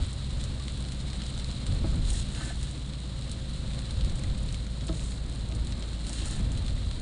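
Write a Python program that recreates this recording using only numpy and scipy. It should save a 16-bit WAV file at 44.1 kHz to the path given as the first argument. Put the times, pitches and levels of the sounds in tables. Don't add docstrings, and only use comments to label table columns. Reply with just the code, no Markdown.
import sys
import numpy as np
from scipy import signal
from scipy.fft import rfft, irfft
from scipy.io import wavfile

SR = 44100
rng = np.random.default_rng(int(sys.argv[2]) if len(sys.argv) > 2 else 0)


def dump(signal):
    limited = np.clip(np.atleast_2d(signal).T, -1, 1)
    pcm = np.round(limited * 32767).astype(np.int16)
    wavfile.write(sys.argv[1], SR, pcm)


N = 309141

# start_s, firing_rate_hz
FIRING_RATE = [(0, 62.1), (2, 60.2), (4, 57.7), (7.01, 53.6)]
# multiple_at_start, multiple_at_end (of firing rate), start_s, end_s
ENGINE_TONES = [(1, 1, 0, 2.2), (1, 1, 2.2, 4.4), (1, 1, 4.4, 7.01), (2, 2, 0, 2.2), (2, 2, 2.2, 4.8),
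                (2, 2, 4.8, 7.01), (2.176, 2.176, 0, 1.75), (2.295, 2.295, 2.2, 5.5), (3.26, 3.26, 0, 6.2),
                (9.04, 9.02, 2.98, 4.8)]
ENGINE_TONE_LEVELS_DB = [-35, -37, -34, -46.5, -48, -44.5, -42.5, -42.5, -51.5, -58.5]
# start_s, shake_db, roar_db
ROAD_LEVELS = [(0.0, -15, -34.5), (0.08, -39.5, -43), (0.3, -31, -42.5), (0.62, -38, -42),
               (1.62, -39, -41.5), (1.74, -26, -37.5), (1.97, -23, -39), (2.2, -31, -40.5),
               (2.3, -35.5, -41), (2.8, -40.5, -43.5), (3.85, -35.5, -41.5), (4.05, -28.5, -38.5),
               (4.55, -30, -42), (4.78, -41, -42.5), (4.9, -33, -41), (5.2, -38.5, -41.5),
               (5.6, -33.5, -40), (6.15, -39.5, -41), (6.45, -25.5, -39.5), (6.8, -30.5, -41),
               (7.01, -29, -41)]
# freq_hz, density_db_per_hz
SHAKE_SPECTRUM = [(8.8, -32.5), (15, -3), (32, -4.5), (48, -0.5), (70, -10), (86, -1.5), (102, -10),
                  (130, -11.5), (174, -22), (217, -23.5), (250, -24.5), (320, -52.5), (550, -120)]
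# freq_hz, density_db_per_hz
ROAR_SPECTRUM = [(53, -45.5), (90, -8.5), (139, -7), (161, -7), (193, -8.5), (216, -10), (255, -11.5),
                 (433, -23.5), (534, -20.5), (766, -28), (2500, -38), (3250, -41), (5500, -120)]
# start_s, spray_db, small_drops_db
RAIN_LEVELS = [(0.0, -46.5, -53), (0.9, -48, -53.5), (1.5, -46.5, -52), (2.2, -46, -60), (2.95, -49.5, -55),
               (3.98, -46.5, -58), (4.67, -50, -54.5), (5.6, -50, -54.5), (6.23, -47.5, -55),
               (7.01, -49, -54.5)]
# freq_hz, density_db_per_hz
SPRAY_SPECTRUM = [(530, -42), (900, -13), (1250, -7), (1400, -10), (2470, -10.5), (3260, -4.5),
                  (3700, -1.5), (4050, 2), (4260, -2), (4720, -8.5), (5740, -16), (6230, -17.5),
                  (6910, -11.5), (8930, -11.5), (9500, -10.5), (10500, -20.5), (13700, -69.5),
                  (22000, -120)]
# freq_hz, density_db_per_hz
DROP_SPECTRUM = [(710, -41), (1200, -15), (1740, -18), (2230, -13), (2460, -15.5), (4130, -3), (4690, -12),
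                 (5680, -15.5), (6270, -15), (7060, -9.5), (9110, -5), (9700, -8), (10500, -14),
                 (13700, -65), (22000, -120)]
# start_s, peak_db, brightness_db
LARGE_DROPS = [(0.0219, -23, -4.5), (0.3058, -33, -8), (0.412, -26, -6), (0.4386, -23, -2),
               (0.6811, -22, -13), (0.772, -29, -21), (0.92, -24.5, -2.5), (1.0015, -30, -25),
               (1.072, -35, -6), (1.101, -26.5, -14), (1.131, -25, -9), (1.2181, -22.5, -12),
               (1.264, -25, -10), (1.326, -28, -16), (1.3766, -24.5, -6), (1.397, -25.5, -11),
               (1.444, -23.5, -7), (1.495, -37, -5), (1.513, -26, -8), (1.665, -23, -3), (1.7228, -28, -17),
               (2.0511, -25, -13), (2.088, -27, -6), (2.103, -18, 3), (2.1475, -31, 0), (2.217, -29, -20),
               (2.298, -34, -18), (2.3485, -23.5, -21), (2.376, -26, -19), (2.629, -23, -2),
               (2.711, -28, 1), (2.9348, -27.5, -22), (3.2215, -29, -13), (3.295, -28, -5), (3.315, -22, 0),
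               (3.79, -25, -5), (3.9076, -23.5, -5), (4.0098, -23, -24), (4.0465, -22.5, -7),
               (4.0964, -26, -5), (4.155, -27, 0), (4.236, -25.5, -5), (4.299, -28.5, -20),
               (4.488, -25.5, -10), (4.525, -25.5, -2), (4.544, -23.5, -6), (4.666, -29.5, -9),
               (4.809, -27.5, -17), (4.8815, -28, -23), (4.89, -25, -28), (4.9942, -27, -11),
               (5.409, -28, -25), (5.5493, -27, 0), (5.648, -31, 1), (5.67, -25.5, -3), (5.722, -23.5, -16),
               (5.824, -23.5, -28), (5.9083, -37, -20), (5.9993, -33, -8), (6.0673, -23, -2.5),
               (6.094, -22, 0), (6.13, -22.5, -2), (6.19, -41, -21), (6.2156, -33, -18), (6.2567, -22, 0),
               (6.518, -25, 2), (6.574, -27.5, -3.5), (6.663, -27, -8), (6.681, -24, -15),
               (6.7054, -29, -22), (6.8285, -40, -10), (6.912, -25.5, -19)]
# start_s, pitch_hz, peak_db, t60_s
PING_EVENTS = [(0.599, 1160, -46, 0.15), (2.143, 1850, -37, .03), (2.372, 2700, -43, 0.05),
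               (2.504, 696, -34, 0.05), (3.708, 2390, -34, 0.01), (4.2415, 2030, -30, 0.011),
               (6.272, 1330, -39, 0.03), (6.7755, 1990, -33, 0.01)]
# start_s, peak_db, brightness_db_per_octave
THUMP_EVENTS = [(1.84, -26, 0), (4.888, -30, 2), (4.8942, -28, -3), (1.926, -41, 5), (1.943, -35, -3),
                (5.529, -39, 1), (1.974, -37, -9), (2.116, -40, 1), (2.407, -40, 8), (2.465, -38, 0),
                (3.037, -42, 2), (5.494, -40, 1.5), (6.214, -34, -4), (6.305, -40, 4), (6.402, -42, 0)]
# freq_hz, level_db, t60_share
BODY_MODES = [(80, -3, .6), (132, -6, 1.1), (162, -2, 1.1), (240, -15, .5), (320, 2, .6), (440, -17, .4),
              (545, -10, .7), (645, -11, 1.1), (820, -14, .5), (1070, -17, .4), (1280, -15, .45)]
# loudest_s, rise_s, fall_s, level_db, middle_hiss_rel_db, low_rub_rel_db
WATER_SHEETS = [(2.1, 0.066, 0.054, -45.5, -5, -24), (2.16, 0.063, 0.1, -42.5, -5.5, -23),
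                (2.44, 0.14, 0.12, -45.5, -11, -4.5), (2.63, 0.068, 0.11, -50.5, -6, -9.5),
                (5.04, 0.18, 0.16, -48, -10, -25), (6.1, 0.081, 0.07, -49.5, -10, -11),
                (6.145, 0.028, 0.046, -49.5, -9, -18), (6.2, 0.04, 0.044, -50, 5.5, -13),
                (6.26, 0.054, 0.084, -45, -13, -8), (6.34, 0.039, 0.08, -49, -9, -2)]
# freq_hz, density_db_per_hz
WATER_SPECTRUM = [(400, -30), (700, -1.5), (1300, -9), (1750, 0), (2400, -10), (2730, 0), (3400, 1),
                  (4100, 2.5), (4800, -9.5), (5500, -10.5), (6200, -14.5), (6900, -6), (7600, -9),
                  (8400, -5.5), (9450, -7.5), (10500, -11.5), (13700, -48), (22000, -120)]
# start_s, lower_note_db, upper_note_db
SQUEAK_LEVELS = [(2.35, -66, -66), (2.378, -53, -64), (2.398, -59, -64), (2.415, -50, -62),
                 (2.432, -49, -42.5), (2.448, -61, -58), (2.46, -51, -51), (2.476, -62, -57),
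                 (2.49, -51, -62), (2.501, -51, -43), (2.514, -60, -57), (2.525, -55, -68),
                 (2.545, -68, -68)]
SQUEAK_NOTES_HZ = [1540, 1742]

LUMPS_DB, LUMPS_PER_S = 1.5, 11
THUMP_T60_S, THUMP_RISE_S = 0.14, 0.002
RATTLE_DB, RATTLE_T60_SHARE, RATTLE_TOP_HZ = -12, 0.7, 750
SHEET_EDGE_DB = -15
SQUEAK_WAVER_SHARE, SQUEAK_FLUTTER_DB = 0.007, 1.5
CLIP_TOP, TOP_ROLLOFF_HZ, CUTOFF_HZ = 0.18, 9270, 10780


def amp(db):
    return 10 ** (np.asarray(db) / 20)


def rms_one(x):
    return x / np.sqrt(np.mean(x ** 2) + 1e-20)


def in_time(rows, outside=None):
    time_s, *columns = np.transpose(rows)
    t = np.arange(N) / SR
    return [np.interp(t, time_s, column, outside, outside) for column in columns]


def drift(rate_hz):
    pole = np.exp(-80 * np.pi * rate_hz / SR)
    noise = rng.standard_normal(N // 40 + 2002)
    slow = signal.lfilter([1], [1, -2 * pole, pole * pole], noise)[2000:]
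    return np.interp(np.arange(N) / 40, np.arange(len(slow)), rms_one(slow))


def response(spectrum):
    size = 16384
    freq_hz, db = np.transpose(spectrum)
    grid_hz = np.maximum(np.arange(size // 2 + 1) * SR / size, 1)
    grid_db = np.interp(np.log(grid_hz), np.log(freq_hz), db)
    cepstrum = irfft(np.log(amp(grid_db)))
    cepstrum[1:size // 2] *= 2
    cepstrum[size // 2 + 1:] = 0
    h = irfft(np.exp(rfft(cepstrum)))[:size // 2]
    return h / np.sqrt(np.sum(h ** 2))


def coloured(x, spectrum):
    return signal.fftconvolve(x, response(spectrum))[:N]


def split(x, hz):
    return [signal.sosfilt(signal.butter(4, hz, kind, fs=SR, output="sos"), x)
            for kind in ("low", "high")]


def ring(t, hz, t60_s):
    return np.sin(2 * np.pi * hz * t) * amp(-60 * t / t60_s)


def add(out, start_s, sound):
    i = round(start_s * SR)
    out[i:i + len(sound)] += sound[:N - i]


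def engine():
    t = np.arange(N) / SR
    rate_hz = in_time(FIRING_RATE)[0]
    out = np.zeros(N)
    for (first, last, start_s, end_s), level_db in zip(ENGINE_TONES, ENGINE_TONE_LEVELS_DB):
        fade = np.clip(np.minimum(t - start_s, end_s - t) / 0.2 + 0.5, 0, 1)
        multiple = np.interp(t, [start_s, end_s], [first, last])
        phase = 2 * np.pi * np.cumsum(rate_hz * multiple) / SR
        level = amp(level_db + 0.31 * drift(0.7))
        out += fade * level * np.sqrt(2) * np.sin(phase)
    return out


def road():
    shake_db, roar_db = in_time(ROAD_LEVELS)
    white = rng.standard_normal((2, N))
    shake_level = amp(shake_db + LUMPS_DB * drift(LUMPS_PER_S))
    roar_level = amp(roar_db + 0.86 * drift(16.0))
    shake = shake_level * rms_one(coloured(white[0], SHAKE_SPECTRUM))
    roar = roar_level * rms_one(coloured(white[1], ROAR_SPECTRUM))
    return shake + roar


def spray():
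    spray_db = in_time(RAIN_LEVELS)[0]
    hiss = rms_one(coloured(rng.standard_normal(N), SPRAY_SPECTRUM))
    return amp(spray_db + 1.25 * drift(48)) * hiss


def splats(hits, t60_s):
    fade = signal.lfilter([1], [1, -amp(-60 / (t60_s * SR))], hits + 1e-18)
    return fade * rng.standard_normal(N)


def small_drops(median_per_s=300.0, spread_db=5.5, tilt_db=5.0):
    landed = rng.random(N) < median_per_s * amp(3.0 * drift(8)) / SR
    sizes = landed * amp(spread_db * np.minimum(rng.exponential(1, N), 3.0))
    tilt = amp(tilt_db * rng.standard_normal(N))
    dull = split(splats(sizes / tilt, t60_s=0.013), 6100)[0]
    bright = split(splats(sizes * tilt, t60_s=0.0086), 5100)[1]
    level_db = in_time(RAIN_LEVELS)[1]
    return amp(level_db) * rms_one(coloured(dull + bright, DROP_SPECTRUM))


def large_drops():
    out, t = np.zeros(N), np.arange(900) / SR
    tick = response(DROP_SPECTRUM)[:400]
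    envelope = amp(-60 * t / 0.0061) + amp(-15.5 - 60 * t / 0.1)
    envelope *= 1 - np.exp(-t / 0.00025)
    bursts = rng.standard_normal((len(LARGE_DROPS), len(t))) * envelope
    crest = 14.8
    for (start_s, peak_db, bright_db), burst in zip(LARGE_DROPS, bursts):
        dull, bright = split(np.convolve(burst, tick), 5370)
        share = np.clip(amp(bright_db), 0.05, 0.95)
        splat = np.sqrt(1 - share ** 2) * rms_one(dull) + share * rms_one(bright)
        add(out, start_s, amp(peak_db) / crest * splat)
    return out


def rain():
    return spray() + small_drops() + large_drops()


def pings():
    out, t = np.zeros(N), np.arange(SR // 6) / SR
    noise = rng.standard_normal((len(PING_EVENTS), len(t)))
    chatter = signal.lfilter([0.04], [1, -0.96], noise)
    onset = 1 - np.exp(-t / 0.001)
    for (start_s, pitch_hz, peak_db, t60_s), rough in zip(PING_EVENTS, chatter):
        tick = ring(t, pitch_hz, t60_s) * (1 + 0.35 * rms_one(rough))
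        add(out, start_s, amp(peak_db) * tick * onset)
    return out


def thumps():
    out, t = np.zeros(N), np.arange(SR // 3) / SR
    strengths_db = rng.normal(0, 1.03, (len(THUMP_EVENTS), len(BODY_MODES)))
    noise = rng.standard_normal((len(THUMP_EVENTS), len(t)))
    rattles = signal.lfilter(*signal.butter(2, RATTLE_TOP_HZ, fs=SR), noise)
    rattle_level = amp(RATTLE_DB - 60 * t / (RATTLE_T60_SHARE * THUMP_T60_S))
    onset = 1 - np.exp(-t / THUMP_RISE_S)
    for (start_s, peak_db, tilt_db), own_db, rattle in zip(THUMP_EVENTS, strengths_db, rattles):
        body = rattle_level * rms_one(rattle)
        for (hz, mode_db, t60_share), extra_db in zip(BODY_MODES, own_db):
            level_db = mode_db + extra_db + tilt_db * np.log2(hz / 320)
            body = body + amp(level_db) * ring(t, hz, t60_share * THUMP_T60_S)
        add(out, start_s, amp(peak_db) * body * onset)
    return out


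def water_sheets():
    hiss = coloured(rng.standard_normal(N), WATER_SPECTRUM)
    lower, upper = split(hiss, 5340)
    rub, middle = split(lower, 2300)
    rub, middle, upper = [rms_one(band) * amp(1.4 * drift(40) + 2.8 * drift(250))
                          for band in (rub, middle, upper)]
    out, t = np.zeros(N), np.arange(N) / SR
    for loudest_s, rise_s, fall_s, level_db, middle_db, rub_db in WATER_SHEETS:
        away = np.maximum((loudest_s - t) / rise_s, (t - loudest_s) / fall_s)
        swell = amp(level_db + SHEET_EDGE_DB * away ** 2)
        out += swell * (upper + amp(middle_db) * middle + amp(rub_db) * rub)
    return out


def squeak():
    out = np.zeros(N)
    for pitch_hz, level_db in zip(SQUEAK_NOTES_HZ, in_time(SQUEAK_LEVELS, outside=-120)):
        wavering_hz = pitch_hz * (1 + SQUEAK_WAVER_SHARE * drift(100))
        phase = 2 * np.pi * np.cumsum(wavering_hz) / SR
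        level = amp(level_db + SQUEAK_FLUTTER_DB * drift(120))
        out += level * np.sqrt(2) * np.sin(phase)
    return out


def scene():
    return (engine() + road() + rain() + pings() + thumps() + water_sheets() + squeak())[None]


def record(dry):
    soft = CLIP_TOP * np.tanh(dry / CLIP_TOP)
    rolled_off = signal.sosfilt(signal.butter(6, TOP_ROLLOFF_HZ, fs=SR, output="sos"), soft)
    steep_cut = signal.ellip(12, 0.5, 50, CUTOFF_HZ, fs=SR, output="sos")
    return signal.sosfilt(steep_cut, rolled_off)


dry = scene()
out = record(dry)
dump(out)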